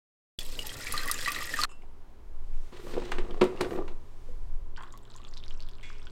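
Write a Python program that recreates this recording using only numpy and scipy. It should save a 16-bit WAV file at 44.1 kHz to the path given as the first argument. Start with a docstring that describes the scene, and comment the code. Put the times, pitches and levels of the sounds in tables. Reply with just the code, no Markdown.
"""Water gurgles, sprays and drums into a coffee maker's plastic tank: bubbles ring its air, drops smack its wall.
A mug then grates on its neighbour; a glass carafe judders over the hotplate and knocks its hollow housing.
Last, coffee gushes and bubbles into the mug while something clanks across the quiet kitchen.
Bubbles are chirped decaying sines, solid bodies are struck modes, rubbing and air are coloured noise.
Air and a low draught lie underneath; an appliance hum joins as the carafe starts to slide."""
import sys
import numpy as np
from scipy import signal
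from scipy.fft import rfft, irfft, next_fast_len
from scipy.io import wavfile
from scipy.ndimage import map_coordinates

SR = 44100
rng = np.random.default_rng(int(sys.argv[2]) if len(sys.argv) > 2 else 0)


def master_out(mix):
    """Clip the mix to full scale and print it as 16-bit PCM to the path in sys.argv[1]."""
    frames = np.transpose(np.atleast_2d(mix))
    ceiling = np.clip(frames, -1, 1)
    pcm = np.round(ceiling * 32767).astype(np.int16)
    wavfile.write(sys.argv[1], SR, pcm)


N = 269451
TOP_HZ = 16000
FILLING_S, SLIDING_S, POURING_S = (0.387, 1.653), (2.722, 4.02), (4.76, 6.11)  # (start, end)


def amp(db):
    """Decibels to gain."""
    return 10 ** (np.asarray(db) / 20)


def unit(x):
    """Scale to rms 1."""
    return x / np.sqrt(np.mean(x ** 2) + 1e-20)


def along(points, hz):
    """Interpolate (frequency [Hz], value) points on a log axis."""
    f, v = np.transpose(points)
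    return np.interp(np.log(hz + 1), np.log(f + 1), v)


def curves(rows):
    """One value per sample for each column after the time [s]."""
    s, *cols = np.transpose(rows)
    return [np.interp(np.arange(N) / SR, s, c) for c in cols]


def between(start, end):
    """1 inside a span [s], 0 outside, with 1 ms edges."""
    t = np.arange(N) / SR
    return np.clip(np.minimum(t - start, end - t) * 1000, 0, 1)


def wobble(rate):
    """Smooth random curve, rate knots per second."""
    knots = rng.standard_normal(int(N * rate / SR) + 4)
    return map_coordinates(knots, [np.arange(N) * rate / SR])


def filtered(x, response):
    """x times a complex response of frequency."""
    m = next_fast_len(len(x) + SR // 2)
    return irfft(rfft(x, m) * response(np.fft.rfftfreq(m, 1 / SR)), m)[:len(x)]


def noise(spectrum, size=N):
    """Coloured noise of rms 1."""
    return unit(filtered(rng.standard_normal(size), lambda hz: amp(along(spectrum, hz))))


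def coloured(x, spectrum, size=2048):
    """x through a causal minimum-phase filter, which keeps attacks sharp."""
    gain = amp(along(spectrum, np.fft.rfftfreq(size, 1 / SR)))
    cepstrum = irfft(np.log(gain + 1e-6))
    causal = np.r_[cepstrum[0], 2 * cepstrum[1:size // 2]]
    response = irfft(np.exp(rfft(causal, size)))
    return signal.fftconvolve(x, response)[:len(x)]


def add(track, s, sound):
    """Mix a sound into a track at time s."""
    part = track[max(0, round(s * SR)):][:len(sound)]
    part += sound[:len(part)]


def fade(t60):
    """Half a second of exponential decay."""
    return amp(-60 * np.arange(SR // 2) / SR / t60)


def ring(modes, scatter_db):
    """Sum of decaying modes, struck at new strengths each time."""
    t = np.arange(SR // 2) / SR
    out = np.zeros(len(t))
    for hz, db, t60 in modes:
        gain = amp(db + scatter_db * rng.standard_normal())
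        out += gain * fade(t60) * np.sin(2 * np.pi * hz * t)
    return out


def bubble(t, hz, t60, rise):
    """Pulsing air pocket; pitch climbs by the fraction rise per t60 as it nears the surface."""
    age = np.minimum(t / t60, 2)
    envelope = amp(-60 * t / t60) * (1 - np.exp(-4 * hz * t))
    return envelope * np.sin(2 * np.pi * hz * t * (1 + rise * age / 2))


def enclosed(x, t60, wet_db):
    """x plus the dense quick reflections inside a small vessel."""
    tail = fade(t60) * rng.standard_normal(SR // 2)
    tail[:SR // 1000] = 0  # first echo after 1 ms
    return x + amp(wet_db) * signal.fftconvolve(x, tail / np.linalg.norm(tail))[:len(x)]


def swarm(span, rate, centre_hz, spread, cycles, size_db=0, rise=0, size=400):
    """Tiny random bubbles of scattered pitch and life; size_db skews strengths; rms 1 over the span."""
    start, end = span
    when, pitch, strength, life = rng.random((int(rate * (end - start)), 4)).T
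    hz = centre_hz * np.exp(spread * np.log(pitch / (1 - pitch)) / 2)[:, None]  # logistic spread
    gain = amp(-size_db * np.log(np.maximum(strength, .04)))[:, None] * (hz < TOP_HZ)
    t60 = np.minimum(cycles * (.5 + life[:, None]) / hz, size / SR)
    grains = gain * bubble(np.arange(size) / SR, hz, t60, rise)
    where = ((start + when * (end - start)) * SR).astype(int)[:, None] + np.arange(size)
    track = np.bincount(where.ravel(), grains.ravel(), N)[:N]
    return unit(track) * np.sqrt((end - start) * SR / N)


def scattered(span, rate, middle_db, scatter_db, middle_hz=1, spread=0):
    """Rows (time [s], level [dB], pitch [Hz]) of like events at uneven intervals."""
    slots = np.arange(*span, 1 / rate)
    late, strength, pitch = rng.standard_normal((len(slots), 3)).T
    levels = middle_db + scatter_db * strength
    return zip(slots + .35 * late / rate, levels, middle_hz * np.exp(spread * pitch))


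# tank air resonances: (frequency [Hz], width [Hz], level [dB])
TANK_MODES = [(1207, 62, -1), (1390, 160, -4.5), (1897, 120, 5.5), (2010, 88, -5), (2540, 72, 2.5)]
# spray and splash spectrum: (frequency [Hz], level [dB])
SPRAY_SPECTRUM = [(1290, -25), (2200, -15.5), (2450, -0.5), (5130, -2), (5910, -8.5), (8370, -6),
                  (10200, -15), (13100, -13.5), (16000, -31)]
# drumming tank wall spectrum: (frequency [Hz], level [dB])
WALL_SPECTRUM = [(35, -6.5), (65, 2), (100, 4), (130, 3), (185, -9), (260, 2), (370, -5), (520, 0.5),
                 (750, -10.5), (1100, -10.5), (2000, -25)]
# biggest tank bubbles: (time [s], level [dB], starting pitch [Hz])
TANK_BUBBLES = [(0.389, -22.5, 3400), (.553, -35, 4100), (.591, -21.5, 2887), (.6935, -28, 3170),
                (0.869, -27.5, 2290), (0.94, -26, 1203), (.978, -18.5, 4100), (1.084, -24.5, 1970),
                (1.097, -26, 1209), (1.143, -21.5, 7000), (1.212, -30.5, 3400), (1.250, -25, 4000),
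                (1.260, -21, 1917), (1.276, -24, 1168), (1.281, -20.5, 1920), (1.285, -23.5, 2500),
                (1.347, -26, 3880), (1.362, -25, 1880), (1.493, -28, 1950), (1.539, -21, 1816),
                (1.570, -29.5, 1640), (1.589, -22.5, 1212), (1.616, -17, 4530), (1.6355, -12.5, 4220),
                (1.636, -22.5, 1380), (1.643, -26.5, 1756), (1.647, -27.5, 1217)]
# drops smacking the plastic: (time [s], relative level [dB])
DROP_SMACKS = [(0.392, -34), (.669, -24), (.924, -24.5), (1.077, -26.5), (1.114, -16), (1.319, -22.5),
               (1.614, -35)]
# strength of the stream into the tank: (time [s], level [dB])
STREAM_FLOW = [(0.39, -6.5), (0.57, -8), (0.67, -4.5), (0.73, -5), (0.93, -0.5), (1.12, -1), (1.4, -0.5),
               (1.52, -3), (1.65, 2.5)]
SPRAY_DB, GURGLE_DB, DRUM_DB = -46.5, -48, -48.5  # at 0 dB flow
GURGLE_DB_PER_FLOW_DB, DRUM_DB_PER_FLOW_DB = 2.4, 0.45
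T60_AT_1KHZ_S, T60_PITCH_POWER = 0.1, 1.53  # smaller bubbles die sooner


def tank_filling():
    """Stream entrains bubbles that ring the tank's air; drops smack and drum on its wall."""
    flow_db, = curves(STREAM_FLOW)

    def cavity(f):
        return sum(amp(db) * 1j * f * w / (c * c - f * f + 1j * f * w) for c, w, db in TANK_MODES)

    trapped = swarm(FILLING_S, rate=700, centre_hz=1737, spread=0.42, cycles=13, size_db=4.5)
    trapped = unit(filtered(trapped, cavity))
    # free bubbles keep their own pitch
    free = swarm(FILLING_S, rate=1200, centre_hz=2220, spread=0.4, cycles=62, size=800)
    gurgle = unit(trapped + 0.77 * free)

    bursts = swarm(FILLING_S, rate=2100, centre_hz=8010, spread=0.615, cycles=80, size_db=2.5)
    mist = unit(rng.standard_normal(N) * amp(1.7 * wobble(300)))
    spray = coloured(enclosed(bursts, t60=0.019, wet_db=-7) + 0.89 * mist, SPRAY_SPECTRUM)
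    spray = unit(spray * amp(3.3 * wobble(70)))  # stream breaks up in clumps
    drumming = unit(noise(WALL_SPECTRUM) * amp(2.2 * wobble(60)))

    water = amp(GURGLE_DB + GURGLE_DB_PER_FLOW_DB * flow_db) * gurgle
    water += amp(SPRAY_DB + flow_db) * spray
    water += amp(DRUM_DB + DRUM_DB_PER_FLOW_DB * flow_db) * drumming

    def flow_at(s):
        return np.interp(s, *np.transpose(STREAM_FLOW))

    # lesser bubbles and spatter, levels at 0 dB flow
    lesser = scattered(FILLING_S, rate=36, middle_db=-35, scatter_db=2.5, middle_hz=1896, spread=.3)
    small = [(s, db + GURGLE_DB_PER_FLOW_DB * flow_at(s), hz) for s, db, hz in lesser]
    drops = scattered(FILLING_S, rate=45, middle_db=-35.5, scatter_db=3)
    spatter = [(s, db + flow_at(s)) for s, db, _ in drops]

    t = np.arange(SR // 4) / SR
    for s, db, hz in [*TANK_BUBBLES, *small]:
        t60 = T60_AT_1KHZ_S * (1000 / hz) ** T60_PITCH_POWER
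        splash = 0.22 * amp(-60 * t / 0.029) * noise(SPRAY_SPECTRUM, size=len(t))
        glug = bubble(t, hz, t60, rise=0.034) + splash
        add(water, s, amp(db) * enclosed(glug, t60=0.18, wet_db=-5))
    smack_spectrum = [(1500, -20.5), (4000, -3.5), (9000, -2.5), (13000, -0.5), (16000, -10)]
    for s, db in [*DROP_SMACKS, *spatter]:
        smack = fade(0.0034) * noise(smack_spectrum, size=SR // 2)
        add(water, s, amp(db + 2.5) * enclosed(smack, t60=0.027, wet_db=-1))
    return water * between(*FILLING_S)


# carafe striking its housing: (time [s], relative body level [dB], relative crack level [dB])
CARAFE_KNOCKS = [(2.725, -35, -50), (2.87, -27, -55), (2.938, -29, -35), (2.967, -21.5, -41),
                 (2.978, -22, -58), (3.02, -25.5, -35), (3.119, -41, -18.5), (3.184, -25, -24),
                 (3.247, -37, -39.5), (3.309, -33, -44), (3.4127, -19, -17), (3.416, -22, -14.5),
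                 (3.418, -8.5, -25), (3.4262, -13.5, -36), (3.4321, -14.5, -40), (3.451, -28, -32),
                 (3.509, -33, -52), (3.607, -21.5, -31), (3.6094, -13.5, -18), (3.647, -42, -31),
                 (3.708, -31, -31), (3.758, -28, -32), (3.778, -24, -40), (3.824, -35, -46),
                 (3.879, -37, -31.5)]
# modes of the housing with the carafe in it: (frequency [Hz], level [dB], t60 [s])
HOUSING_MODES = [(231, -11, .11), (288, -13, .08), (368, 0, .115), (395, -8, .08), (465, -11, .07),
                 (521, -6, .09), (590, -13, .07), (742, -14, .08), (860, -13, .06), (961, -6, .055),
                 (1140, -10, .05), (1320, -12, .045)]
# crack spectrum: (frequency [Hz], level [dB])
CRACK_SPECTRUM = [(300, 4.5), (900, 11), (1400, 6.5), (2200, 4.5), (4000, -3), (5200, -13), (8500, -16.5),
                  (13000, -58), (16000, -48)]
# carafe sliding on the hotplate: (time [s], judder level [dB], rubbing level [dB])
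SLIDE_LEVELS = [(2.73, -55, -56), (3.08, -52.5, -53), (3.28, -47.5, -64), (3.5, -50.5, -58.5),
                (3.65, -44, -60), (3.79, -43, -64), (4.0, -70, -82)]
# judder spectrum: (frequency [Hz], level [dB])
JUDDER_SPECTRUM = [(88, -19.5), (150, -17), (214, -16), (284, -15), (369, -3), (439, -9), (522, -11.5),
                   (601, -22.5), (684, -15), (907, -22.5), (1210, -12.5), (1490, -29), (2000, -17.5),
                   (2600, -68), (4400, -120)]
# rubbing spectrum: (frequency [Hz], level [dB])
RUB_SPECTRUM = [(530, -27), (900, 0), (1310, -3), (1460, -4), (2040, -3), (2330, -5), (2890, -5.5),
                (3960, -7), (5890, -15.5), (8870, -19), (10500, -39.5), (14400, -30), (16000, -33)]
# glass slipping quickly over plastic: (start [s], end [s], level [dB])
GLASS_SWISHES = [(2.746, 3.021, -59.5), (3.637, 3.811, -59.5)]
# lid flicking past the drip valve: (time [s], level [dB])
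LID_SNAPS = [(3.116, -43.5), (3.4393, -40), (3.61, -32)]
# radiation of the housing: (frequency [Hz], level [dB])
HOUSING_RADIATION = [(70, -17), (150, -8.5), (220, -1), (1400, -4), (3000, -13)]


def carafe():
    """Glass judders over the hotplate; each catch cracks and booms in the hollow plastic housing."""
    judder_db, rub_db = curves(SLIDE_LEVELS)
    grip = wobble(27.79)  # stick and slip
    catches = swarm(SLIDING_S, rate=360, centre_hz=600, spread=0.67, cycles=1.7, size_db=2)
    judder = unit(coloured(catches, JUDDER_SPECTRUM) * amp(0.88 * grip))
    rub = unit(noise(RUB_SPECTRUM) * amp(2.9 * wobble(160) + 2.3 * grip))
    out = (amp(judder_db) * judder + amp(rub_db) * rub) * between(*SLIDING_S)

    swish_spectrum = [(3000, 14), (8500, 12), (10500, 8), (14000, 11), (16000, -1)]
    for start, end, db in GLASS_SWISHES:
        swish = noise(swish_spectrum, size=round((end - start) * SR))
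        add(out, start, amp(db) * np.hanning(len(swish)) * swish)

    boom = np.zeros(N)
    thud_spectrum = [(100, -16), (200, 8), (550, 4.5), (900, -15), (2000, -40)]
    for s, body_db, crack_db in CARAFE_KNOCKS:
        shift = 1 + 0.0097 * rng.standard_normal()  # modes move as the carafe changes its seat
        modes = ring([(hz * shift, db, t60) for hz, db, t60 in HOUSING_MODES], scatter_db=1.9)
        thud = 0.61 * fade(0.127) * noise(thud_spectrum, size=SR // 2)
        add(boom, s, amp(body_db - 9) * (modes + thud))
        crack = (fade(0.029) + 0.38 * fade(0.16)) * noise(CRACK_SPECTRUM, size=SR // 2)
        add(out, s, amp(crack_db - 10) * crack)

    snap_spectrum = [(3000, 10), (8000, 6.5), (13000, -4), (16000, -13)]
    for s, db in LID_SNAPS:
        snap = (fade(0.03) + 0.16 * fade(0.11)) * noise(snap_spectrum, size=SR // 2)
        add(out, s, amp(db) * snap)
    return out + coloured(boom, HOUSING_RADIATION)


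# strongest mug bubbles: (time [s], relative level [dB], starting pitch [Hz])
MUG_BUBBLES = [(4.763, -41, 3000), (4.825, -46, 7600), (4.8354, -44, 3250), (4.9249, -39, 6940),
               (5.1407, -42, 3960), (5.1635, -36, 7060), (5.2496, -37.5, 3400), (5.3386, -36.5, 4700),
               (5.3716, -33.5, 3800), (5.3774, -37, 4930), (5.4384, -35, 3480), (5.4813, -36, 4690),
               (5.5078, -37.5, 3070), (5.6045, -36, 4200), (5.6243, -38, 4650), (5.6878, -40, 3350),
               (6.07, -38, 3220)]
# stream plunging into the coffee: (time [s], relative level [dB], starting cavity pitch [Hz])
PLUNGES = [(4.777, -35.5, 1526), (4.789, -40, 1060), (4.807, -32.5, 1020), (4.833, -35, 1085),
           (4.879, -42.5, 1080), (4.939, -37, 1084), (4.957, -45, 1110), (5.154, -40, 1033),
           (5.2, -42, 1120), (5.247, -46, 1210), (5.272, -50, 1110), (6.069, -41, 1470)]
# fizz spectrum, also colours the mug's grating: (frequency [Hz], level [dB])
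FIZZ_SPECTRUM = [(800, 0), (1100, 17), (2200, -7), (3500, -2.5), (4800, -9.5), (6300, -17.5), (7500, -1),
                 (9000, -6), (15000, -53)]
# spectrum of the mug's air: (frequency [Hz], level [dB])
BURBLE_SPECTRUM = [(600, -34), (850, -6), (1050, -5), (1300, -4), (1600, -4.5), (2300, -16), (3200, -4),
                   (4500, -30)]
# films bursting on the coffee: (time [s], level [dB])
FILM_POPS = [(4.8354, -32.5), (4.976, -35), (5.609, -42), (5.688, -41), (5.829, -47)]
SETTLED_S, THIN_DB = 5.07, -8  # stream is weaker by THIN_DB until it has dug its hollow
FIZZ_DB, BURBLE_DB = -71.5, -75  # settled stream
GUSH_S, GUSH_ATTACK_S, GUSH_DB, GUSH_FALL_DB_PER_S = 4.778, 0.016, -55, 150
GUSH_FIZZ_DB = -8  # re gush burble


def coffee_pouring():
    """After a first gush, a smooth stream traps single bubbles; deeper plunges ring the mug's air."""
    age = np.arange(N) / SR - GUSH_S
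    attack = np.clip(1 + age / GUSH_ATTACK_S, 0, 1)
    gush = attack * amp(GUSH_DB - GUSH_FALL_DB_PER_S * np.maximum(age, 0))
    stream = amp(THIN_DB * (age < SETTLED_S - GUSH_S))
    fizz = swarm(POURING_S, rate=300, centre_hz=4850, spread=0.455, cycles=47, size_db=7.5, rise=.1)
    fizz = unit(coloured(fizz, FIZZ_SPECTRUM))
    burble = swarm(POURING_S, rate=450, centre_hz=1530, spread=0.47, cycles=8, rise=0.11)
    burble = unit(coloured(burble, BURBLE_SPECTRUM))
    out = (amp(FIZZ_DB) * stream + amp(GUSH_FIZZ_DB) * gush) * fizz
    out += (amp(BURBLE_DB) * stream + gush) * burble
    out *= between(*POURING_S)

    t = np.arange(SR // 2) / SR
    for s, db, hz in PLUNGES:
        gulp = bubble(t, hz, 0.034, rise=0.11)
        gulp += 0.59 * bubble(t, 1.66 * hz, 0.0089, rise=.2)
        gulp += 0.46 * bubble(t, 3 * hz, 0.0062, rise=0.17)
        add(out, s, amp(db - 3.5) * enclosed(gulp, t60=0.097, wet_db=-7))
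    for s, db in FILM_POPS:
        pop = fade(0.00055) * rng.standard_normal(len(t))
        add(out, s, amp(db) * enclosed(pop, t60=0.032, wet_db=-9))

    lesser = scattered((SETTLED_S, POURING_S[1]), rate=42, middle_db=-47, scatter_db=0,
                       middle_hz=4030, spread=0.26)
    for s, db, hz in [*MUG_BUBBLES, *lesser]:
        overtone = amp(-42 + 6.7 * rng.standard_normal()) * bubble(t, min(3 * hz, 8000), 0.0011, rise=0.077)
        # neck snaps shut
        pinch = amp(-40 + 5 * rng.standard_normal()) * fade(.001) * rng.standard_normal(len(t))
        blip = bubble(t, hz, 15 / hz, rise=0.11) + overtone + pinch
        add(out, s, amp(db + 4.5) * enclosed(blip, t60=0.071, wet_db=-7))
    return out


# glazed ceramic modes: (frequency [Hz], level [dB], t60 [s])
MUG_MODES = [(2710, -6, 0.22), (2950, -5, 0.12), (5140, -7, .11), (6905, -7, 0.066), (7200, -5, 0.048),
             (7784, -12, 0.056), (8460, -11, 0.041)]
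# mug grazing mug: (time [s], relative level [dB])
MUG_CLINKS = [(1.692, -47), (1.703, -48.5), (1.714, -42.5), (1.729, -65), (1.821, -61)]


def mug_lifted():
    """The mug's glaze grates briefly on its neighbour; noise bursts excite faint ceramic modes."""
    grating = np.zeros(N)
    for s, db in MUG_CLINKS:
        add(grating, s, amp(db) * fade(0.061) * rng.standard_normal(SR // 2))
    ceramic = ring(MUG_MODES, scatter_db=4)
    ringing = signal.fftconvolve(grating, ceramic / np.linalg.norm(ceramic))[:N]
    return 0.48 * ringing + .5 * coloured(grating, FIZZ_SPECTRUM)


# light taps, and small bumps and scrapes of the sliding carafe:
# (time [s], mean level [dB], pitch [Hz], t60 [s])
TAPS_AND_BUMPS = [(1.821, -51, 2330, 0.0034), (1.835, -47, 780, 0.033), (2.534, -52.5, 2470, 0.014),
                  (2.974, -27.5, 486, 0.048), (3.309, -26, 3140, 0.0031), (3.574, -29, 2630, 0.0035),
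                  (3.731, -32, 1980, 0.0049), (3.789, -36.5, 800, 0.073), (4.286, -43.5, 498.5, 0.12)]


def taps_and_bumps():
    """Light taps and small carafe bumps and scrapes, each one short resonance."""
    out = np.zeros(N)
    for s, db, hz, t60 in TAPS_AND_BUMPS:
        contact = ring([(hz, 0, t60)], scatter_db=5.5)
        add(out, s, amp(db) * enclosed(contact, t60=0.027, wet_db=-1))
    return out


# dull clank across the room: (frequency [Hz], mean level [dB], t60 [s])
CLANK_MODES = [(1660, -24, 0.52), (2026, 6, 0.41), (2200, -3, 0.43), (2420, -4, 0.58), (2770, -14, 0.53),
               (3380, -5, 0.37)]


def clank():
    """Something hard is set down further off: struck modes plus decaying clatter noise."""
    out = np.zeros(N)
    clatter_spectrum = [(1000, -14), (1800, 0.5), (2200, 8), (3000, 1.5),
                        (4500, -8), (8000, -9), (10000, -26), (15000, -42)]
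    clatter = fade(0.7) * noise(clatter_spectrum, size=SR // 2)
    add(out, 5.83, amp(-56.5) * ring(CLANK_MODES, scatter_db=6) + amp(-52) * clatter)
    return out


# room air spectrum: (frequency [Hz], level [dB])
AIR_SPECTRUM = [(82, -34.5), (140, -5.5), (161, -9), (217, -1.5), (322, -4.5), (342, -3), (408, 0.5),
                (442, -6.5), (770, -9), (1020, -8.5), (1420, -16.5), (4770, -30.5), (16000, -48)]
# draught spectrum: (frequency [Hz], level [dB])
DRAUGHT_SPECTRUM = [(3, -15), (8, -9.5), (12, 3), (16, 0), (22, -21.5), (30, -18), (45, -33.5), (70, -29),
                    (100, -47), (160, -59), (400, -94.5)]
# rustle of the moving arm: (time [s], level [dB])
ARM_RUSTLE = [(1.9, -76.5), (2.35, -74.5), (2.65, -63.5), (4.0, -70), (4.3, -66), (4.7, -77)]
# appliance hum partials: (frequency [Hz], rms level [dB])
HUM_PARTIALS = [(64.6, -65.5), (118.4, -61), (209.9, -75), (349.9, -72), (414.5, -73), (990.5, -74.5)]
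# air puffs on the microphone as things move past: (time [s], level [dB])
AIR_PUFFS = [(0.45, -34.5), (0.88, -34.5), (2.47, -32), (3.16, -25), (3.85, -30), (4.499, -24.5),
             (5.62, -31)]
PUFF_SIGMA_S, DRAUGHT_DB = 0.12, -37


def background():
    """Room air, puffing draught, low drone and rustle as coloured noise; hum as phase-wobbled sines."""
    t = np.arange(N) / SR
    rustle_db, = curves(ARM_RUSTLE)
    rustle = amp(rustle_db) * noise([(500, 1), (1500, -1), (7000, -7), (15000, -19)])
    puffs = sum(amp(db) * np.exp(-.5 * ((t - s) / PUFF_SIGMA_S) ** 2) for s, db in AIR_PUFFS)
    draught = (amp(DRAUGHT_DB) + puffs) * noise(DRAUGHT_SPECTRUM)
    drone = amp(-57) * noise([(25, -15.5), (62, -1), (90, -10), (150, -23), (300, -53.5)])
    hum = np.zeros(N)
    for hz, db in HUM_PARTIALS:
        hum += amp(db) * np.sqrt(2) * np.sin(2 * np.pi * hz * t + 0.45 * wobble(8.2))
    air = amp(-61) * noise(AIR_SPECTRUM)
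    return air + draught + drone + rustle + hum * between(SLIDING_S[0], N / SR)


# kitchen decay: (frequency [Hz], t60 [s])
KITCHEN_T60 = [(150, 0.24), (1000, 0.36), (4000, 0.25), (12000, 0.38)]


def kitchen(x):
    """Room reverberation: noise tail with frequency-dependent decay, 5 ms late."""
    hz, t, z = signal.stft(rng.standard_normal(SR // 2), SR, nperseg=256)
    decay = amp(-60 * t / along(KITCHEN_T60, hz)[:, None])
    tail = signal.istft(z * decay, SR, nperseg=256)[1]
    response = np.pad(tail / np.linalg.norm(tail), (SR // 200, 0))
    return signal.fftconvolve(x, response)[:N]


def scene():
    """Sum of all sources, the room's answer to handling and coffee, and a silent start."""
    handling = mug_lifted() + taps_and_bumps() + carafe() + clank()
    coffee = coffee_pouring()
    room = kitchen(amp(-10) * handling + amp(-14) * coffee)
    mix = tank_filling() + handling + coffee + room + background()
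    return (mix * between(FILLING_S[0], N / SR))[None]


def record(dry):
    """Band limit: nothing passes from TOP_HZ up."""
    return filtered(dry[0], lambda hz: hz < TOP_HZ)[None]


dry = scene()
out = record(dry)
master_out(out)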